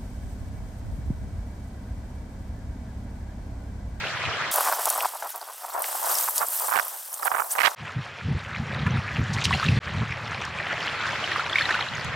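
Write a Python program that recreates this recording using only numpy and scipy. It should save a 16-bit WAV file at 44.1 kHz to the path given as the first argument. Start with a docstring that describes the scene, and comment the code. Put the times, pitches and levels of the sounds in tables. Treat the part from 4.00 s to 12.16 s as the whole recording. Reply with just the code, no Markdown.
"""A fish is cleaned in ankle-deep seawater on a tidal flat. First wavelets wash by as noise and ringing
bubbles, low noise rumbles as wind on the microphone, and a splash pops as a puff of spray and bubbles.
From 0.5 to 3.75 s the cutting is very close: flesh fizzes with hiss and tiny rising squeaks, while runs
of clicks make the blade crunch and tear. Then the shore returns: gusts, splashes, bright puffs, plinks."""
import sys
import numpy as np
from scipy import signal
from scipy.fft import rfft, irfft, next_fast_len
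from scipy.io import wavfile
from scipy.ndimage import uniform_filter1d

SR = 44100
rng = np.random.default_rng(int(sys.argv[2]) if len(sys.argv) > 2 else 0)


def to_wav(sig):
    """Store sig (one row per channel, or 1-D mono) as 16-bit WAV at the path in sys.argv[1].

    Samples outside -1..1 are clipped; the rate is SR.
    """
    pcm = np.clip(np.atleast_2d(sig), -1, 1) * 32767
    pcm = np.round(pcm).astype(np.int16)
    wavfile.write(sys.argv[1], SR, pcm.T)  # frames by channels


N = 359723
TIME = np.arange(N) / SR
OPPOSITE = np.array([[1], [-1]])   # a side signal enters left and right with opposite signs


def from_db(db):
    """Turns decibels into a gain."""
    return 10 ** (np.asarray(db) / 20)


def rms_one(x):
    """Scales a sound to an average (rms) level of 1."""
    return x / np.sqrt(np.mean(x ** 2) + 1e-20)


def in_time(rows):
    """Each column of a table as a signal, joined by straight lines."""
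    s, *columns = np.transpose(rows)
    return [np.interp(TIME, s, column) for column in columns]


def at_hz(points, hz):
    """Reads a table of pitch and dB on a logarithmic pitch scale."""
    table_hz, table_db = np.array(points).T
    return np.interp(np.log(hz + 1), np.log(table_hz), table_db)


def band(x, low_hz, high_hz, order=2):
    """Keeps the sound between two pitches."""
    sos = signal.butter(order, [low_hz, min(high_hz, .47 * SR)], "band", fs=SR, output="sos")
    return signal.sosfilt(sos, x + 1e-18)


def coloured(x, spectrum):
    """Shapes a sound by a spectrum in dB."""
    size = next_fast_len(N)
    gain = from_db(at_hz(spectrum, np.fft.rfftfreq(size, 1 / SR)))
    return irfft(rfft(x, size) * gain, size)[..., :N]


def drift(rate_hz):
    """A slow random wander with spread 1, computed at every 40th sample."""
    r = np.exp(-80 * np.pi * rate_hz / SR)
    noise = rng.standard_normal(N // 40 + 2002)
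    slow = signal.lfilter([1], [1, -2 * r, r * r], noise)[2000:]   # skips the filter's start
    return np.interp(np.arange(N) / 40, np.arange(len(slow)), rms_one(slow))


def evened(x, span):
    """Holds the level at 1 over span seconds, keeping the finer grain."""
    power = uniform_filter1d(x ** 2, max(int(span * SR), 8))
    return x / np.sqrt(np.abs(power) + 1e-12)


def clicks(per_s, spread_db):
    """Random impulses, mostly small and a few large."""
    sizes = from_db(spread_db * np.minimum(rng.exponential(1, N), 4)) * rng.choice([-1, 1], N)
    return sizes * (rng.random(N) < per_s / SR)


def widened(mid, side, likeness):
    """Two unrelated sounds make a stereo pair; likeness 1 puts the same sound on both sides."""
    likeness = np.clip(likeness, 0, 1)
    return np.sqrt((1 + likeness) / 2) * mid + np.sqrt((1 - likeness) / 2) * side * OPPOSITE


def add(out, s, sound):
    """Mixes a short sound in at a given second."""
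    at = max(int(s * SR), 0)
    out[..., at:at + sound.shape[-1]] += sound[..., :max(N - at, 0)]


def heard(stretches):
    """1 within the stretches, 0 outside, with short fades inside both ends."""
    gain = 0
    for start, end, fade in stretches:
        gain = gain + np.clip((TIME - start) / fade, 0, 1) * np.clip((end - TIME) * 1000, 0, 1)
    return gain


def swells(rows, rise_db_per_s, fall_db_per_s):
    """Gain of a series of events: each rises to its level, holds from start to end and dies away."""
    power = 0
    for start, end, db in rows:
        below_db = rise_db_per_s * np.maximum(start - TIME, 0) + fall_db_per_s * np.maximum(TIME - end, 0)
        power = power + from_db(db - np.minimum(below_db, 90)) ** 2
    return np.sqrt(power)


def burst(hz, t60, width, rise):
    """A puff of noise around a pitch, peak 1, falling 60 dB in t60 seconds."""
    t = np.arange(int((t60 + .005) * SR)) / SR
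    noise = rng.standard_normal(len(t)) * (1 - np.exp(-t / rise)) * from_db(-60 * t / t60)
    puff = band(noise, hz / (1 + width), hz * (1 + width))
    return puff / np.abs(puff).max()


def bubble(hz, t60, climb=0.087):
    """A trapped bubble rings and rises a little in pitch, peak 1."""
    t = np.arange(int(t60 * SR)) / SR
    tone = np.sin(2 * np.pi * hz * t * (1 + climb * t / t60))
    ring = tone * (1 - np.exp(-t / 0.00098)) * from_db(-60 * t / t60)
    return ring / np.abs(ring).max()


def squeak(hz, length, octaves, waver=0.12):
    """A shrinking air pocket rings at a climbing, unsteady pitch."""
    u = np.arange(int(length * SR) + 2) / (length * SR)   # 0 to 1 along the squeak
    steps = np.linspace(0, 1, num=8)
    bend, swell = (np.interp(u, steps, row) for row in rng.standard_normal((2, len(steps))))
    pitch = hz * 2 ** (octaves * u + waver * bend)
    outline = np.sin(np.pi * np.minimum(u, 1) ** 0.57) ** 2 * from_db(3.9 * swell)
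    return outline * np.sin(2 * np.pi * np.cumsum(pitch) / SR) * (pitch < SR / 2)


def jerks(length_s, gap_s, decay_s, spread_db):
    """Stick and slip: the force lets go at once and at uneven gaps after that, dying away each time; rms 1."""
    kicks = np.zeros(int((length_s + decay_s) * SR) + 1)
    chance = rng.standard_normal((int(length_s / gap_s) + 2, 2))
    gaps = gap_s * np.exp(.4 * chance[:, 0])
    s = np.cumsum(gaps) - gaps[0]
    inside = s <= length_s
    kicks[(s[inside] * SR).astype(int)] = from_db(spread_db * chance[inside, 1])
    return rms_one(signal.lfilter([1], [1, -np.exp(-1 / (decay_s * SR))], kicks + 1e-18))


# wavelets building and ebbing: start_s, level_db, treble_db (-9.5 adds no extra treble)
WAVELETS = [(0.0, -32, -6), (0.3, -31, -8), (0.504, -27.5, -10), (3.79, -41, -7), (4.46, -40, -8),
            (4.85, -33.5, -10.5), (5.28, -35, -7.5), (5.53, -36, -2.5), (5.785, -35, -3.5),
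            (5.83, -35, -9.5), (6.4, -35.5, -8.5), (6.85, -31, -8.5), (7.33, -29, -7), (7.476, -34, -9),
            (7.586, -30, -4.5), (7.8, -30.5, -8), (7.885, -35, -5.5), (8.15, -31, -10)]
# tone of the wavelets: pitch_hz, level_db
WAVELET_COLOUR = [(120, -12), (300, -11), (500, -5.5), (680, -3), (900, -3), (1600, 1.5), (2400, -3.5),
                  (3500, -10.5), (5000, -19.5), (7500, -28), (8800, -36.5), (10300, -46), (12600, -43),
                  (16000, -57)]
# stereo width of the shore, also used by the wind: start_s, side_to_middle_db before each source adds its own
SHORE_WIDTH = [(0.5, -10.5), (3.8, -29.5), (5.79, -65), (5.85, -30), (7.2, -16)]
# extra width of the wavelets, more for treble than bass: pitch_hz, side_gain_db
WAVELET_WIDTH = [(400, -4), (1000, -4), (4200, 9), (8000, 11.5), (13000, 15)]


def wash(bubble_db=0.0, cycles=14, patchy_db=1.97, lap_db=5.5):
    """Far wavelets blur into noise; near ones add separate bubbles in every band."""
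    level_db, treble_db = in_time(WAVELETS)
    width_db, = in_time(SHORE_WIDTH)
    laps = from_db(lap_db * np.tanh(drift(7.2)))   # each lap sets off bubbles of all sizes together
    out, edges = 0, np.geomspace(150, 16500, 19)
    for low, high in zip(edges, edges[1:]):
        hz = np.sqrt(low * high)
        mid, side = band(rng.standard_normal((2, N)), low, high, order=3)
        bubbles = 0
        for pitch in np.geomspace(low, high, num=4)[:-1]:
            # clicks set off a resonance; high bubbles ring for more cycles
            r = from_db(-60 * pitch / (cycles * SR) / np.sqrt(1 + pitch / 2000))
            w = 2 * np.pi * pitch / SR
            hits = laps * clicks(60, 4.4) + 1e-18
            bubbles = bubbles + signal.lfilter([1, 0, -1], [1, -2 * r * np.cos(w), r * r], hits)
        near = from_db(bubble_db) * rms_one(band(bubbles, low / 2, high * 1.14))
        bright_db = (treble_db + 9.5) * np.clip(0.9 * np.log2(hz / 1500), 0, 1.5)
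        gain_db = at_hz(WAVELET_COLOUR, hz) + patchy_db * drift(14.3) + bright_db
        gain = from_db(gain_db) * np.sqrt((high - low) / 1600)
        middle = rms_one(rms_one(mid) + near)
        sides = from_db(width_db + at_hz(WAVELET_WIDTH, hz)) * rms_one(side) * OPPOSITE
        out = out + gain * (middle + sides)
    return out * from_db(level_db)


# light breeze on the microphone between gusts: start_s, level_db
BREEZE_LEVEL = [(0.0, -42), (0.5, -48.5), (4.13, -49.5), (4.7, -34), (5.6, -36), (5.82, -48), (5.9, -32.5),
                (6.7, -45), (7.7, -45.5), (8.15, -39.5)]
# stronger gusts: start_s, end_s, level_db
GUST_EVENTS = [(0.26, 0.29, -36.5), (3.82, 3.84, -35), (3.968, 4.005, -29), (4.25, 4.365, -26),
               (4.588, 4.635, -29.5), (4.79, 4.995, -25.5), (5.198, 5.222, -19.5), (5.295, 5.385, -26.5),
               (5.476, 5.492, -24), (5.546, 5.568, -21), (5.666, 5.79, -20.5), (5.94, 6.03, -27),
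               (7.06, 7.1, -41), (8.058, 8.09, -33.5)]
# tone of the rumble: pitch_hz, level_db
WIND_TONE = [(22, -36), (45, -40), (80, -0.5), (130, 2.5), (190, -7.5), (230, -10.5), (290, -25.5),
             (380, -26), (550, -30), (2000, -100)]
GUST_RISE_DB_PER_S, GUST_FALL_DB_PER_S = 600, 648


def wind(wider_db=13.0, flutter_db=3.0, apart_hz=90):
    """Eddies buffet the microphone in lumps, gusts over a breeze; the deepest rumble differs between the sides."""
    breeze_db, = in_time(BREEZE_LEVEL)
    width_db, = in_time(SHORE_WIDTH)
    gusts = swells(GUST_EVENTS, GUST_RISE_DB_PER_S, GUST_FALL_DB_PER_S)
    force = np.hypot(from_db(breeze_db), gusts)
    mid, side = evened(coloured(rng.standard_normal((2, N)), WIND_TONE), span=0.0432)
    side = band(side, 12, apart_hz, order=1)
    rumble = mid + from_db(width_db + wider_db) * side * OPPOSITE
    return rumble * force * evened(from_db(flutter_db * drift(35)), span=0.26)


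# splashes around hands and knife, also used by the droplets:
# start_s, level_db (each part is set relative to it), bubble_pitch_hz
SPLASH_EVENTS = [(0.2522, -24.5, 2370), (4.8644, -21.5, 1680), (5.5081, -18, 1090), (5.527, -18, 1930),
                 (5.5362, -20.5, 2710), (5.546, -24.5, 750), (5.5967, -23, 1470), (5.6281, -21, 1254),
                 (5.682, -29, 2680), (6.9467, -27, 1295), (7.3153, -21, 1830), (7.3597, -19, 1160),
                 (7.3942, -19, 1315), (7.5564, -17, 2150), (7.584, -16.5, 2300), (7.6089, -18.5, 1740),
                 (7.654, -25, 1850), (7.69, -19, 1490), (7.706, -19, 1776), (7.7418, -20, 1405)]


def splashes(ring_s=0.035, spray_s=0.013, cloud_db=-11, cloud_s=.008, cloud_octaves=0.487):
    """Each splash is a puff of spray, one main bubble and a cloud of lesser ones."""
    out = np.zeros(N)
    for s, db, hz in SPLASH_EVENTS:
        add(out, s, from_db(db + 1.0) * bubble(hz, ring_s))
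        add(out, s, from_db(db - 0.5) * burst(hz, spray_s, width=0.42, rise=0.00085))
        for delay, octave in zip(rng.exponential(cloud_s, size=9), rng.normal(0, cloud_octaves, size=9)):
            lesser = bubble(hz * 2 ** octave, ring_s * rng.uniform(0.64, 1))
            add(out, s + delay, from_db(db + cloud_db) * lesser)
    return out


# fine droplets: level below their splash, middle pitch, longest flight
DROPLET_DB, DROPLET_HZ, DROPLET_FLIGHT_S = -15, 2730, .11


def droplets(spread_octaves=0.47, mist_db=-22):
    """Every splash throws up a hiss of mist and fine droplets that patter back a moment later."""
    out = np.zeros(N)
    for s, db, _ in SPLASH_EVENTS:
        add(out, s, from_db(db + mist_db) * burst(5600, t60=0.086, width=0.67, rise=0.0023))
        for flight, octave in zip(rng.random(size=10), rng.standard_normal(size=10)):
            plink = bubble(DROPLET_HZ * 2 ** (spread_octaves * octave), t60=0.011)
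            add(out, s + DROPLET_FLIGHT_S * flight, from_db(db + DROPLET_DB) * plink)
    return out


# when the cutting is heard, also used by the scene: start_s, end_s, fade_in_s
CLOSE_STRETCH = [(0.511, 3.750, .002)]
# juice squeezed from the flesh as the hand bears down: start_s, level_db (before a 0.5 dB lift)
JUICE_FLOW = [(0.515, -27), (0.66, -28.5), (0.77, -33.5), (0.88, -29.5), (1.06, -33.5), (1.12, -40.5),
              (1.27, -41), (1.45, -45.5), (1.79, -39.5), (1.84, -32.5), (2.01, -31.5), (2.2, -24),
              (2.31, -30), (2.45, -31.5), (2.56, -26.5), (3.02, -38.5), (3.66, -35.5), (3.743, -46.5)]
# sudden spurts of juice: start_s, end_s, level_db (before the same lift)
SPURT_EVENTS = [(1.297, 1.308, -38), (2.09, 2.125, -28), (2.362, 2.385, -27), (3.138, 3.15, -36.5),
                (3.245, 3.268, -29.5), (3.395, 3.405, -35), (3.512, 3.528, -29)]
# tone of the fizz: pitch_hz, level_db
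JUICE_TONE = [(150, -70), (600, -21), (1500, -2), (2300, -10), (3000, -6.5), (4000, -8.5), (5700, -4.5),
              (6800, -5.5), (8200, 0), (11000, -1.5), (14500, 1.5), (16000, -8.5)]
# weight of the larger, lower-pitched bubbles: start_s, gain_db
LARGE_BUBBLE_WEIGHT = [(0.515, 3), (1.17, 3.5), (1.47, 5), (2.57, -6.5), (2.79, 0.5), (3.45, -8.5),
                       (3.74, 10)]
SPURT_RISE_DB_PER_S, SPURT_FALL_DB_PER_S = 702, 550


def juice(squeaks_per_s=700, squeak_db=-3.0, crackle_db=-4.0):
    """Wet flesh fizzes: a smooth hiss, bursting films and a swarm of tiny squeaks."""
    level_db, = in_time(JUICE_FLOW)
    large_db, = in_time(LARGE_BUBBLE_WEIGHT)
    swarm, (start, end, fade) = np.zeros(N), CLOSE_STRETCH[0]
    for when, pitch, length, size in rng.random((int(squeaks_per_s * (end - start)), 4)):
        tiny = squeak(2800 + 11000 * pitch, 0.0045 + 0.0058 * length, octaves=.4)
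        add(swarm, start + when * (end - start), from_db(-4.2 * np.log(size + 0.005)) * tiny)
    swarm /= np.std(swarm[int(start * SR):int(end * SR)])
    hiss = rng.standard_normal(N) * from_db(1.8 * drift(73))
    films = from_db(crackle_db) * rms_one(clicks(1500, 1.7))
    fizz = hiss + films + from_db(squeak_db) * swarm
    mid, side = evened(coloured(np.array([fizz, rng.standard_normal(N)]), JUICE_TONE), span=0.093)
    fizz = widened(mid, side, 1 - 0.12 * np.clip((TIME - 1.65) / 0.54, 0, 1))
    large = signal.sosfiltfilt(signal.butter(2, 6300, fs=SR, output="sos"), fizz)
    spurts = swells(SPURT_EVENTS, SPURT_RISE_DB_PER_S, SPURT_FALL_DB_PER_S)
    flow = np.hypot(from_db(level_db), spurts)
    return from_db(0.5) * flow * (fizz - large + large * from_db(large_db))


# blade dragging lightly between strokes: start_s, level_db (before a 0.67 dB cut)
BLADE_DRAG = [(0.515, -37), (1.03, -31), (1.08, -45.5), (1.58, -49), (1.76, -36), (2.2, -38.5),
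              (2.55, -41.5), (2.83, -34), (3.05, -52.5), (3.35, -28.5), (3.48, -43), (3.66, -27),
              (3.743, -41)]
# strokes of the blade through the fibres: start_s, end_s, level_db (before the same cut)
BLADE_STROKES = [(0.552, 0.613, -24.5), (0.648, 0.73, -28.5), (0.776, 0.795, -29), (0.868, 0.886, -25),
                 (0.955, 0.995, -32), (1.036, 1.056, -29), (1.138, 1.16, -35), (1.235, 1.265, -32.5),
                 (1.352, 1.366, -34.5), (1.41, 1.432, -38.5), (1.488, 1.502, -36), (1.636, 1.652, -35.5),
                 (1.748, 1.815, -28.5), (1.948, 1.962, -33), (2.03, 2.135, -29), (2.165, 2.235, -35),
                 (2.39, 2.445, -31), (2.607, 2.655, -32), (2.94, 2.953, -44), (3.45, 3.458, -33)]
STROKE_RISE_DB_PER_S, STROKE_FALL_DB_PER_S = 1099.5, 851
# the blade catching on fibres: typical gap, die-away time, spread of strength
CATCH_GAP_S, CATCH_DECAY_S, CATCH_SPREAD_DB = .009, .009, 2


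def crunch(waver_db=2.0, late_likeness=.35):
    """The blade catches and fibres part in runs, knocking the damped body; it widens as the cut deepens."""
    drag_db, = in_time(BLADE_DRAG)
    strokes = swells(BLADE_STROKES, STROKE_RISE_DB_PER_S, STROKE_FALL_DB_PER_S)
    effort = np.hypot(from_db(drag_db + waver_db * drift(24)), strokes)
    fibres = np.array([clicks(2200, 1.75) for part in ("mid", "side")])
    runs = jerks(N / SR, CATCH_GAP_S, CATCH_DECAY_S, CATCH_SPREAD_DB)[:N]
    body = band(band(fibres * runs, 615, 1220), 302, 2500)
    mid, side = evened(body, span=0.041)
    likeness = 1 - (1 - late_likeness) * np.clip((TIME - 1.65) / 0.13, 0, 1)
    return from_db(-0.67) * effort * widened(mid, side, likeness)


# wet pockets snapping open: start_s, crack_level_db, pitch_hz
SNAP_EVENTS = [(0.541, -13.5, 12000), (0.559, -3.5, 13300), (0.65, -12, 13600), (0.725, -9, 14000),
               (0.856, -5, 9300), (0.9012, -5, 9500), (1.006, -15.5, 3300), (1.359, -17, 11800),
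               (1.821, -11, 9800), (1.842, -16.5, 2170), (2.185, -11, 6700), (2.38, -8.5, 8750),
               (2.598, -11, 10200)]


def snaps(crack_s=0.0024, tail_s=0.017, tail_db=-8):
    """Snaps stand out of the fizz as a sharp crack with a short wet tail."""
    out = np.zeros(N)
    for s, db, hz in SNAP_EVENTS:
        add(out, s, from_db(db) * burst(hz, crack_s, width=.5, rise=.0005))
        add(out, s, from_db(db + tail_db) * burst(hz, tail_s, width=0.32, rise=.001))
    return out


# tough tissue giving way: start_s, end_s (3 ms is the shortest length), level_db (before a 1.34 dB lift)
TEAR_EVENTS = [(0.659, 0.687, -28), (0.724, 0.736, -26.5), (1.047, 1.056, -25.5), (1.224, 1.22, -32),
               (2.277, 2.287, -28.5), (2.41, 2.439, -26.5), (2.681, 2.704, -30.5), (2.711, 2.759, -25),
               (2.758, 2.8, -22.5), (3.224, 3.23, -29), (3.255, 3.279, -23.5), (3.316, 3.41, -26),
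               (3.419, 3.421, -26.5), (3.553, 3.562, -30.5), (3.583, 3.59, -21.5), (3.603, 3.65, -21),
               (3.652, 3.67, -18.5), (3.672, 3.687, -22)]
# upper edge of a faint and of a hard tear, the level that counts as hard, steepness between them
TEAR_SOFT_HZ, TEAR_HARD_HZ, TEAR_HARD_DB, TEAR_BRIGHTENING = 1434, 3100, -20, 4.45
# tissue tearing in jerks: typical gap, die-away time, spread of strength
SLIP_GAP_S, SLIP_DECAY_S, SLIP_SPREAD_DB = .0065, 0.0028, 0.5
# the tearing moves to the right: from when, how fast, how far
PAN_START_S, PAN_DB_PER_S, PAN_LIMIT_DB = 2.27, 130, 32


def tears(low_spill_db=-33):
    """Tough tissue rips in jerks, the harder the brighter, with a faint low-frequency spill under each rip."""
    out = np.zeros((2, N))
    fibres = evened(clicks(6000, 3.0), span=0.0027)
    for start, end, db in TEAR_EVENTS:
        hardness = from_db(TEAR_BRIGHTENING * min(db - TEAR_HARD_DB, 0))
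        top_hz = TEAR_SOFT_HZ + (TEAR_HARD_HZ - TEAR_SOFT_HZ) * hardness
        force = jerks(max(end - start, .003), SLIP_GAP_S, SLIP_DECAY_S, SLIP_SPREAD_DB)
        run = force * fibres[int(start * SR):][:len(force)]
        run = np.pad(run, (0, SR // 200))   # 5 ms for the filters to ring out
        low_spill = from_db(low_spill_db) * rms_one(band(run, 40, 300, order=1))
        rip = rms_one(band(band(run, 760, top_hz), 310, top_hz * 2.27)) + low_spill
        pan_db = np.clip(PAN_DB_PER_S * (start - PAN_START_S), 0, PAN_LIMIT_DB)
        left_right = rms_one(from_db(-pan_db * OPPOSITE / 2))
        add(out, start, from_db(db + 1.34) * left_right * rip)
    return out


# air squeaking out of narrowing slits: start_s, level_db (before a random swell), starting_pitch_hz, length_s
SQUEAK_EVENTS = [(0.858, -35, 7950, .009), (0.923, -30, 8200, 0.0077), (2.365, -38, 4180, 0.0084),
                 (3.14, -23.5, 6530, .009), (3.512, -25, 6080, 0.0095), (3.516, -21, 6760, 0.016),
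                 (3.526, -23, 8240, 0.01)]


def squeaks():
    """Air squeezed through a narrowing slit makes a quick upward sweep."""
    out = np.zeros(N)
    for s, db, hz, length in SQUEAK_EVENTS:
        add(out, s, from_db(db) * squeak(hz, length, octaves=.9))
    return out


# short bright puffs of spray and small ticks: start_s, peak_db, pitch_hz, ring_time_s
PUFF_EVENTS = [(5.331, -24.5, 5140, 0.079), (5.439, -16, 4560, 0.075), (5.4533, -6.5, 3360, 0.004),
               (6.451, -28, 5400, 0.0082), (8.044, -31.5, 6700, 0.015)]


def puffs_and_ticks():
    """A puff of noise around one pitch; the shortest are heard as ticks."""
    out = np.zeros(N)
    for s, db, hz, t60 in PUFF_EVENTS:
        add(out, s, from_db(db) * burst(hz, t60, width=0.35, rise=0.0043))
    return out


# louder single drops plinking: start_s, peak_db, pitch_hz
DROP_EVENTS = [(5.686, -15, 2520), (7.241, -17, 2950), (7.497, -23, 3320), (7.531, -16.5, 3280),
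               (7.557, -10, 2150), (7.621, -20, 4100), (7.655, -19, 3830), (7.808, -21.5, 3940),
               (7.887, -26, 3880), (7.952, -30.5, 6400)]


def drops():
    """Each single drop plinks as one short ringing bubble."""
    out = np.zeros(N)
    for s, db, hz in DROP_EVENTS:
        add(out, s, from_db(db) * bubble(hz, t60=0.011))
    return out


# when the shore is heard: start_s, end_s, fade_in_s
SHORE_STRETCHES = [(-1, 0.511, .001), (3.757, 5.790, .035), (5.800, 9, .04)]


def scene():
    """The shore in the open air, and between its stretches the cutting from very close."""
    shore = wash() + wind() + splashes() + droplets() + puffs_and_ticks() + drops()
    cutting = juice() + crunch() + snaps() + tears() + squeaks()
    return shore * heard(SHORE_STRETCHES) + cutting * heard(CLOSE_STRETCH)


CUTOFF_HZ = 16000


def record(dry):
    """The highest peaks are rounded and the top is cut steeply."""
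    rounded = dry / (1 + (dry / .66) ** 4) ** .25
    return signal.sosfilt(signal.ellip(12, .1, 90, CUTOFF_HZ, fs=SR, output="sos"), rounded)


dry = scene()
out = record(dry)
to_wav(out)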